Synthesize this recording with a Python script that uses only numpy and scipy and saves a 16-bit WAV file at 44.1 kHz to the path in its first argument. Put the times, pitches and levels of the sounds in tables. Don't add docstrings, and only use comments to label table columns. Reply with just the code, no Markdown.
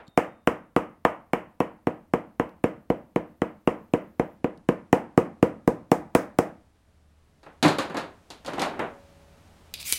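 import sys
import numpy as np
from scipy import signal
from scipy.fft import rfft, irfft, next_fast_len
from scipy.io import wavfile
from scipy.ndimage import map_coordinates

SR = 44100
rng = np.random.default_rng(int(sys.argv[2]) if len(sys.argv) > 2 else 0)


def store_wav(level_fs):
    pcm = np.round(np.clip(np.atleast_2d(level_fs), -1, 1) * 32767)
    wavfile.write(sys.argv[1], SR, pcm.T.astype(np.int16))


N = 440118
TIME = np.arange(N) / SR
HIT_TIME = np.arange(SR // 2) / SR


def amp(db):
    return 10 ** (np.asarray(db) / 20)


def decay(t, fade_time):
    return amp(-60 * t / fade_time)


def held(start, end, ramp):
    return np.clip(np.minimum(TIME - start, end - TIME) / ramp, 0, 1)


def unit_level(x):
    return x / np.sqrt(np.mean(x ** 2) + 1e-20)


def unit_hit(x):
    return x * np.sqrt(.03 * SR / (np.sum(x ** 2) + 1e-20))


def value_at(table, hz):
    frequencies, values = np.transpose(table)
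    return np.interp(np.log(hz + 1), np.log(frequencies), values)


def level_curve(table):
    return np.interp(TIME, *np.transpose(table))


def wobble(rate):
    return map_coordinates(rng.standard_normal(4096), [TIME * rate], mode='wrap')


def add(track, start, sound):
    first = int(round(start * SR))
    part = sound[:max(len(track) - first, 0)]
    track[first:first + len(part)] += part


def noise(tone, size=N):
    padded = next_fast_len(size)
    gains = amp(value_at(tone, np.fft.rfftfreq(padded, 1 / SR)))
    return unit_level(irfft(rfft(rng.standard_normal(padded)) * gains, padded)[:size])


def snap(tone):
    size = len(HIT_TIME)
    gains = amp(value_at(tone, np.fft.rfftfreq(size, 1 / SR)))
    cepstrum = irfft(np.log(gains), size)
    cepstrum[1:size // 2] *= 2
    cepstrum[size // 2 + 1:] = 0
    return unit_hit(irfft(np.exp(rfft(cepstrum)), size))


def burst(tone, fade_time):
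    puff = rng.standard_normal(len(HIT_TIME)) * decay(HIT_TIME, fade_time)
    return unit_hit(signal.fftconvolve(puff, snap(tone))[:len(puff)])


def ring(notes, scatter_db=1.5):
    hz, db, fade_time = np.transpose(notes)[:, :, None]
    signs = (-1) ** np.arange(len(hz))[:, None]
    gains = signs * amp(db + scatter_db * rng.standard_normal(hz.shape))
    waves = decay(HIT_TIME, fade_time) * np.sin(2 * np.pi * hz * HIT_TIME)
    return unit_hit(np.sum(gains * waves, axis=0))


# (frequency [Hz], fade time [s])
ROOM_FADE = [(100, 0.56), (400, 0.3639), (1200, 0.37), (3000, 0.31), (7000, 0.22), (15000, 0.23)]
# (frequency [Hz], level [dB])
ROOM_COLOUR = [(50, -12), (130, -7), (400, -4), (750, -2), (1100, 0), (3000, 0), (8000, 0), (15000, -3)]
def room(early_db, early_fade, build_up):
    hz, t, bands = signal.stft(rng.standard_normal(SR // 2), SR, nperseg=256)
    walls = decay(t, value_at(ROOM_FADE, hz)[:, None])
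    nearby = amp(early_db) * decay(t, early_fade)
    bands = bands * (walls + nearby) * amp(value_at(ROOM_COLOUR, hz))[:, None]
    echo = signal.istft(bands, SR, nperseg=256)[1][:SR // 2]
    echo *= np.clip(HIT_TIME / build_up, 0, 1) ** 2
    return echo / np.linalg.norm(echo)


# (frequency [Hz], level [dB])
AIR_TONE = [(12, -42), (20, -16), (44, -29), (60, -14), (81, -3.5), (93, -4.5), (110, -11.5), (527, -37),
            (3160, -44), (4060, -61), (6010, -46.5), (9950, -33), (16000, -63)]
def room_air():
    return amp(-76) * noise(AIR_TONE)


# (time [s], level [dB])
RUSTLE_LEVELS = [(0, -75), (7.1, -67.5), (8.7, -59), (9.98, -56.5)]
# (frequency [Hz], level [dB])
CLOTH_TONE = [(88, -31), (150, 3), (391, -6.5), (439, -1.5), (466, -9.5), (555, -5), (601, -5.5),
              (1020, -10.5), (8900, -26), (16000, -35.5)]
RUMBLE_TONE = [(20, -7), (45, -3.5), (85, 4.5), (130, -11), (300, -20.5), (1000, -74)]
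def clothes():
    rustle_db = level_curve(RUSTLE_LEVELS)
    rumble_db = -68.5 + .65 * (rustle_db - rustle_db.min())
    rumble = amp(rumble_db) * noise(RUMBLE_TONE)
    rustle = amp(rustle_db + .4 * wobble(42)) * noise(CLOTH_TONE)
    return rumble + rustle


def lens_motor(db_per_second=2):
    hiss = noise([(8000, -30), (10500, -11), (11600, 3), (13000, -6), (15000, 2), (16000, -3.5)])
    level_db = -87 + db_per_second * TIME + 3.4 * wobble(60)
    return amp(level_db) * held(0, 4.42, ramp=.07) * hiss


# (frequency [Hz], level [dB])
WOOD_TONE = [(100, 0), (250, 10.5), (700, 9.5), (1100, 3.5), (2300, -5), (3500, -17), (8000, -46)]
def opening_echo():
    out = np.zeros(N)
    echo = signal.fftconvolve(snap(WOOD_TONE), room(early_db=-3.5, early_fade=.1, build_up=.00067))
    add(out, 0, amp(-46.5) * echo)
    return out


# (frequency [Hz], level [dB], fade time [s])
HEAD_NOTES = [(3700, -5, .3), (3860, -4.5, 0.19), (4380, -2.5, .1), (7400, -7, .1)]
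def hammer_graze(start=.069, lowest_hz=3660):
    out = np.zeros(N)
    add(out, start, amp(-68.5) * ring(HEAD_NOTES))
    add(out, start, amp(-69) * decay(TIME, 1.6) * np.sin(2 * np.pi * lowest_hz * TIME))
    return out


def push(hz, delay):
    spread = (np.pi * hz * (HIT_TIME - delay)) ** 2
    return unit_hit((1 - 2 * spread) * np.exp(-spread))


# (time [s], level [dB])
FINGER_TAPS = [(0.079, -51.5), (2.493, -62), (4.575, -58)]
# (frequency [Hz], level [dB])
TICK_TONE = [(1500, -33), (2800, 3), (4200, 8.5), (5500, 0), (7000, -1.5), (11000, -8), (14000, -16),
             (16000, -39)]
def finger_taps():
    out = np.zeros(N)
    for start, db in FINGER_TAPS:
        bump = amp(db) * push(hz=168, delay=.0066)
        tick = amp(db - 12.5) * burst(TICK_TONE, fade_time=.0148)
        add(out, start, bump + tick)
    return out


def heel_thud(hz=248, fade_time=.012, delay=.00152):
    t = np.maximum(HIT_TIME - delay, 0)
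    thud = np.sin(2 * np.pi * hz * t) * decay(t, fade_time)
    return unit_hit(signal.lfilter(*signal.butter(2, 135, 'high', fs=SR), thud))


def heel_spot(sound, ripple_db, spacing_hz=200):
    hz = np.arange(spacing_hz, SR / 2, spacing_hz)
    ripple = snap(np.transpose([hz, ripple_db * rng.standard_normal(len(hz))]))
    return signal.fftconvolve(sound, ripple / np.linalg.norm(ripple))[:len(sound)]


def hollowed(sound, hz=395, depth=.63):
    band = signal.lfilter(*signal.iirpeak(hz, Q=3.5, fs=SR), sound)
    return sound - depth * band


def hollow_note(start_hz=440, end_hz=535, fade_time=.11):
    rise_time = .02 * amp(rng.normal(0, .32))
    hz = end_hz + (start_hz - end_hz) * np.exp(-(HIT_TIME / rise_time) ** 2)
    return unit_hit(np.sin(2 * np.pi * np.cumsum(hz) / SR) * decay(HIT_TIME, fade_time))


# (time [s], strength [dB], hardness [dB])
HAMMER_BLOWS = [(0.174, -19.5, 6.5), (0.472, -20, 5), (0.762, -20, 3), (1.049, -24, 9.5), (1.332, -23.5, 6),
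                (1.602, -22, 2), (1.869, -21.5, -2.5), (2.135, -20.5, -0.5), (2.396, -22.5, 0.5),
                (2.639, -19, -1.5), (2.9, -20, -6), (3.159, -20.5, -4), (3.417, -22, -1), (3.673, -20, 0.5),
                (3.935, -19, -2), (4.195, -20, -4), (4.442, -21.5, -5), (4.687, -17.5, -3.5),
                (4.927, -15.5, 0), (5.175, -14, -4.5), (5.426, -14, -6), (5.675, -15.5, -9),
                (5.915, -15.5, -3.5), (6.149, -17, 2.5), (6.386, -18.5, 0.5)]
# (frequency [Hz], level [dB], fade time [s])
SHOE_NOTES = [(136, -11, .3), (187, -1, .25), (226, -5, .3), (263, -7, .3), (310, 0, .3), (349, -2, .3),
              (382, -2, .3), (466, 2, .25), (513, 0, .28), (565, -8, .25), (594, -6, .25), (622, -7, .25),
              (656, -7, .25), (694, -7, .25), (750, -9, .25), (818, -8, .25), (905, -9, .25),
              (958, -7, .25), (982, -9, .25), (1049, -14, .25), (1208, -14, .25)]
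# (frequency [Hz], level [dB])
SLAP_TONE = [(500, -20), (1000, -2), (1400, 6.5), (2000, 6), (2500, 2), (3000, -0.5), (3600, -17.5),
             (6000, -51)]
CRACK_TONE = [(1500, -0.5), (3000, -1), (4300, -8.5), (5200, -2.5), (8000, -1.5), (12000, -6.5),
              (14500, -8), (16000, -9)]
LAP_TONE = [(20, -17.5), (60, -0.5), (120, -2.5), (250, -24), (800, -69.5)]
def hammer_blows(touch_delay=.0008, squeeze_time=.002632, edge_time=5.55):
    out = np.zeros(N)
    usual_echo = room(early_db=7.5, early_fade=.043, build_up=.0029)
    thud, slap, crack = heel_thud(), snap(SLAP_TONE), snap(CRACK_TONE)
    for start, db, hardness_db in HAMMER_BLOWS:
        touch = start + touch_delay
        knock_hz = 620 * amp(.067 * hardness_db)
        knock = amp(db - 2.5 + .65 * hardness_db) * push(knock_hz, squeeze_time)
        body = hollowed(heel_spot(knock, ripple_db=2.25) + amp(db - 2) * thud)
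        slap_db = db - 15.5 + hardness_db
        crack_db = db - 30.5 + 1.23 * hardness_db + .9 * (db + 20)
        if start > edge_time:
            crack_db += 7.5
        slap_delay = squeeze_time * rng.uniform(.45, .7)
        add(out, touch + slap_delay, amp(slap_db) * heel_spot(slap, ripple_db=4.5))
        squeezing = np.exp(-(HIT_TIME / (.95 * squeeze_time)) ** 4)
        crackle = amp(crack_db) * unit_hit(noise(CRACK_TONE, len(HIT_TIME)) * squeezing)
        lap = amp(db - 23) * burst(LAP_TONE, fade_time=.12)
        add(out, touch, body + crackle + lap)
        low_echo = .8 * usual_echo + .6 * room(early_db=0, early_fade=.08, build_up=.004)
        high_echo = room(early_db=-.5, early_fade=.044, build_up=.0012)
        treble = amp(slap_db - 6) * slap + amp(crack_db - 4) * crack
        add(out, touch, amp(-6.5) * signal.fftconvolve(body, low_echo))
        add(out, touch, signal.fftconvolve(treble, high_echo))
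        add(out, touch + squeeze_time, amp(db - 11 + .325 * hardness_db) * ring(SHOE_NOTES))
        add(out, touch + 2 * squeeze_time, amp(db - 8.5) * hollow_note())
    return out


def low_hum(hz=75.4):
    return amp(-58.5) * held(6.8, 7.34, ramp=.12) * np.sin(2 * np.pi * hz * TIME)


# (time [s], wood level [dB], steel level [dB])
TOOL_KNOCKS = [(7.431, -51, -59.5), (7.464, -44.5, -69), (7.627, -17.5, -22.5), (7.647, -17, -49),
               (7.658, -22, -32), (7.68, -30.5, -28.5), (7.785, -23, -30), (7.898, -34, -51.5),
               (7.945, -29, -47.5), (7.969, -26.5, -35), (8.303, -42.5, -41.5), (8.448, -42, -48),
               (8.462, -49, -38), (8.479, -31.5, -48), (8.534, -34.5, -44), (8.581, -27, -47),
               (8.595, -29.5, -32.5), (8.618, -22.5, -29.5), (8.793, -23.5, -45)]
# (frequency [Hz], level [dB], fade time [s])
BENCH_NOTES = [(102, -15, .3), (156, -1, .28), (176, -5, .25), (222, -5, .2), (278, 0, .18), (303, 1, .2),
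               (376, -5, .18)]
BOARD_NOTES = [(535, -3, .25), (641, 0, .25), (785, 1, .25), (845, -3, .2), (969, -1, .25), (1045, -5, .2),
               (1150, -6, .2), (1390, -8, .15), (1513, -4, .35), (1667, -3, .33), (1927, -11, .3),
               (2490, -10, .25)]
STEEL_NOTES = [(3510, -3, .3), (3646, -4, .3), (3822, 1, .3), (3977, -1, .3), (4075, -1, .28),
               (4113, -3, .3), (4272, -2, .25), (4425, -3, .3), (4557, -3, .3), (4671, -5, .3),
               (4980, -8, .3), (6560, -11, .25), (6675, -9, .25), (6888, -7, .25), (8400, -14, .2),
               (10700, -16, .18)]
def bench_knocks(drop_time=7.647, settled_time=8.1):
    out = np.zeros(N)
    for start, wood_db, steel_db in TOOL_KNOCKS:
        muffle_db = 10.5 if start > settled_time else 0
        boom = amp(wood_db - 9.5 - muffle_db / 2) * ring(BENCH_NOTES)
        board = amp(wood_db - 11.5 - muffle_db / 2) * ring(BOARD_NOTES)
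        steel = amp(steel_db - 10.5 - muffle_db) * ring(STEEL_NOTES)
        knock = amp(wood_db - 9) * burst(WOOD_TONE, fade_time=.03)
        tick = amp(steel_db - 9) * burst(TICK_TONE, fade_time=.025)
        add(out, start, boom + board + steel + knock + tick)
        contact = amp(wood_db - 3) * snap(WOOD_TONE) + amp(steel_db - 8) * snap(TICK_TONE)
        echo = room(early_db=-24, early_fade=.027, build_up=.0044)
        add(out, start, signal.fftconvolve(contact, echo))
    add(out, drop_time, amp(-19) * ring(BENCH_NOTES))
    return out


def tool_drag():
    scrape = unit_level(noise(WOOD_TONE) * amp(1.8 * wobble(120)))
    return amp(-40) * held(8.44, 8.89, ramp=.037) * scrape


def tin(start=8.617, hz=560, fade_time=2.2):
    t = np.maximum(TIME - start, 0)
    return amp(-44.5) * decay(t, fade_time) * np.sin(2 * np.pi * hz * t)


# (time [s], level [dB])
SLIDE_LEVELS = [(9.735, -86), (9.745, -43), (9.785, -45.5), (9.815, -36), (9.838, -44), (9.865, -32.5),
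                (9.90, -27.5), (9.98, -35)]
# (frequency [Hz], level [dB])
RASP_TONE = [(800, -28), (1900, -17), (2500, -3), (3100, -9), (3800, 0), (4300, -4), (4850, 0), (5700, -16),
             (10000, -18), (16000, -28)]
HISS_TONE = [(290, -43), (500, -23), (807, -19), (933, -17), (1900, -6), (2260, 5), (2730, -3.5),
             (3540, -3), (7210, -0.5), (9770, 1), (16000, -6)]
# (time [s], click level [dB], ring level [dB])
TOOL_CLINKS = [(9.7396, -41.5, -51), (9.925, -25, -35.5), (9.931, -38.5, -36)]
# (frequency [Hz], level [dB], fade time [s])
THIN_TOOL_NOTES = [(2277, -1, .16), (2314, -2, .16), (3026, -4, .2), (3430, -3, .2), (3900, -5, .12),
                   (4447, -4, .12), (4850, -5, .1), (5636, -7, .15), (6042, -3, .2), (8123, 0, .13),
                   (8489, -1, .12), (9577, 0, .18), (11050, -3, .15), (11660, -3, .18), (12790, -5, .1)]
def thin_tool(all_rasp_db=-43.5, all_hiss_db=-31.5):
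    level_db = level_curve(SLIDE_LEVELS)
    brightness = np.clip((level_db - all_rasp_db) / (all_hiss_db - all_rasp_db), 0, 1)
    rub = np.sqrt(1 - brightness) * noise(RASP_TONE) + np.sqrt(brightness) * noise(HISS_TONE)
    sliding = TIME > SLIDE_LEVELS[0][0]
    out = rub * amp(level_db - 2.5 + 2.8 * wobble(310)) * sliding
    add(out, 9.835, squeal())
    for start, click_db, ring_db in TOOL_CLINKS:
        click = amp(click_db) * burst(HISS_TONE, fade_time=.0074)
        neighbour_clack = amp(-38.5) * burst(RASP_TONE, fade_time=.029)
        ringing = amp(ring_db) * ring(THIN_TOOL_NOTES)
        wood_knock = amp(click_db - 20.5) * burst(WOOD_TONE, fade_time=.03)
        add(out, start, click + neighbour_clack + ringing + wood_knock)
    echo = room(early_db=-5.5, early_fade=.085, build_up=.0087)
    return out + amp(-15.5) * signal.fftconvolve(out, echo)[:N]


def squeal(start_hz=5540, hz_per_second=46000, duration=.075):
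    jitter = 1 + .025 * wobble(1200)[:len(HIT_TIME)]
    hz = (start_hz + hz_per_second * HIT_TIME) * jitter
    phase = 2 * np.pi * np.cumsum(hz) / SR
    swell = np.sin(np.pi * np.minimum(HIT_TIME / duration, 1)) ** 2
    return amp(-40) * swell * (np.sin(phase) + np.sin(2 * phase))


def scene():
    background = room_air() + clothes() + lens_motor() + opening_echo() + low_hum()
    shoe_work = hammer_graze() + finger_taps() + hammer_blows()
    clatter = signal.lfilter(*signal.butter(2, 85, 'high', fs=SR), bench_knocks() + tool_drag())
    return (background + shoe_work + clatter + tin() + thin_tool())[None]


def record(dry, top_hz=15900):
    rounded = dry / (1 + np.abs(dry) ** 6) ** (1 / 6)
    padded = next_fast_len(N + SR // 2)
    kept = np.fft.rfftfreq(padded, 1 / SR) < top_hz
    return irfft(rfft(rounded, padded) * kept, padded)[:, :N]


dry = scene()
out = record(dry)
store_wav(out)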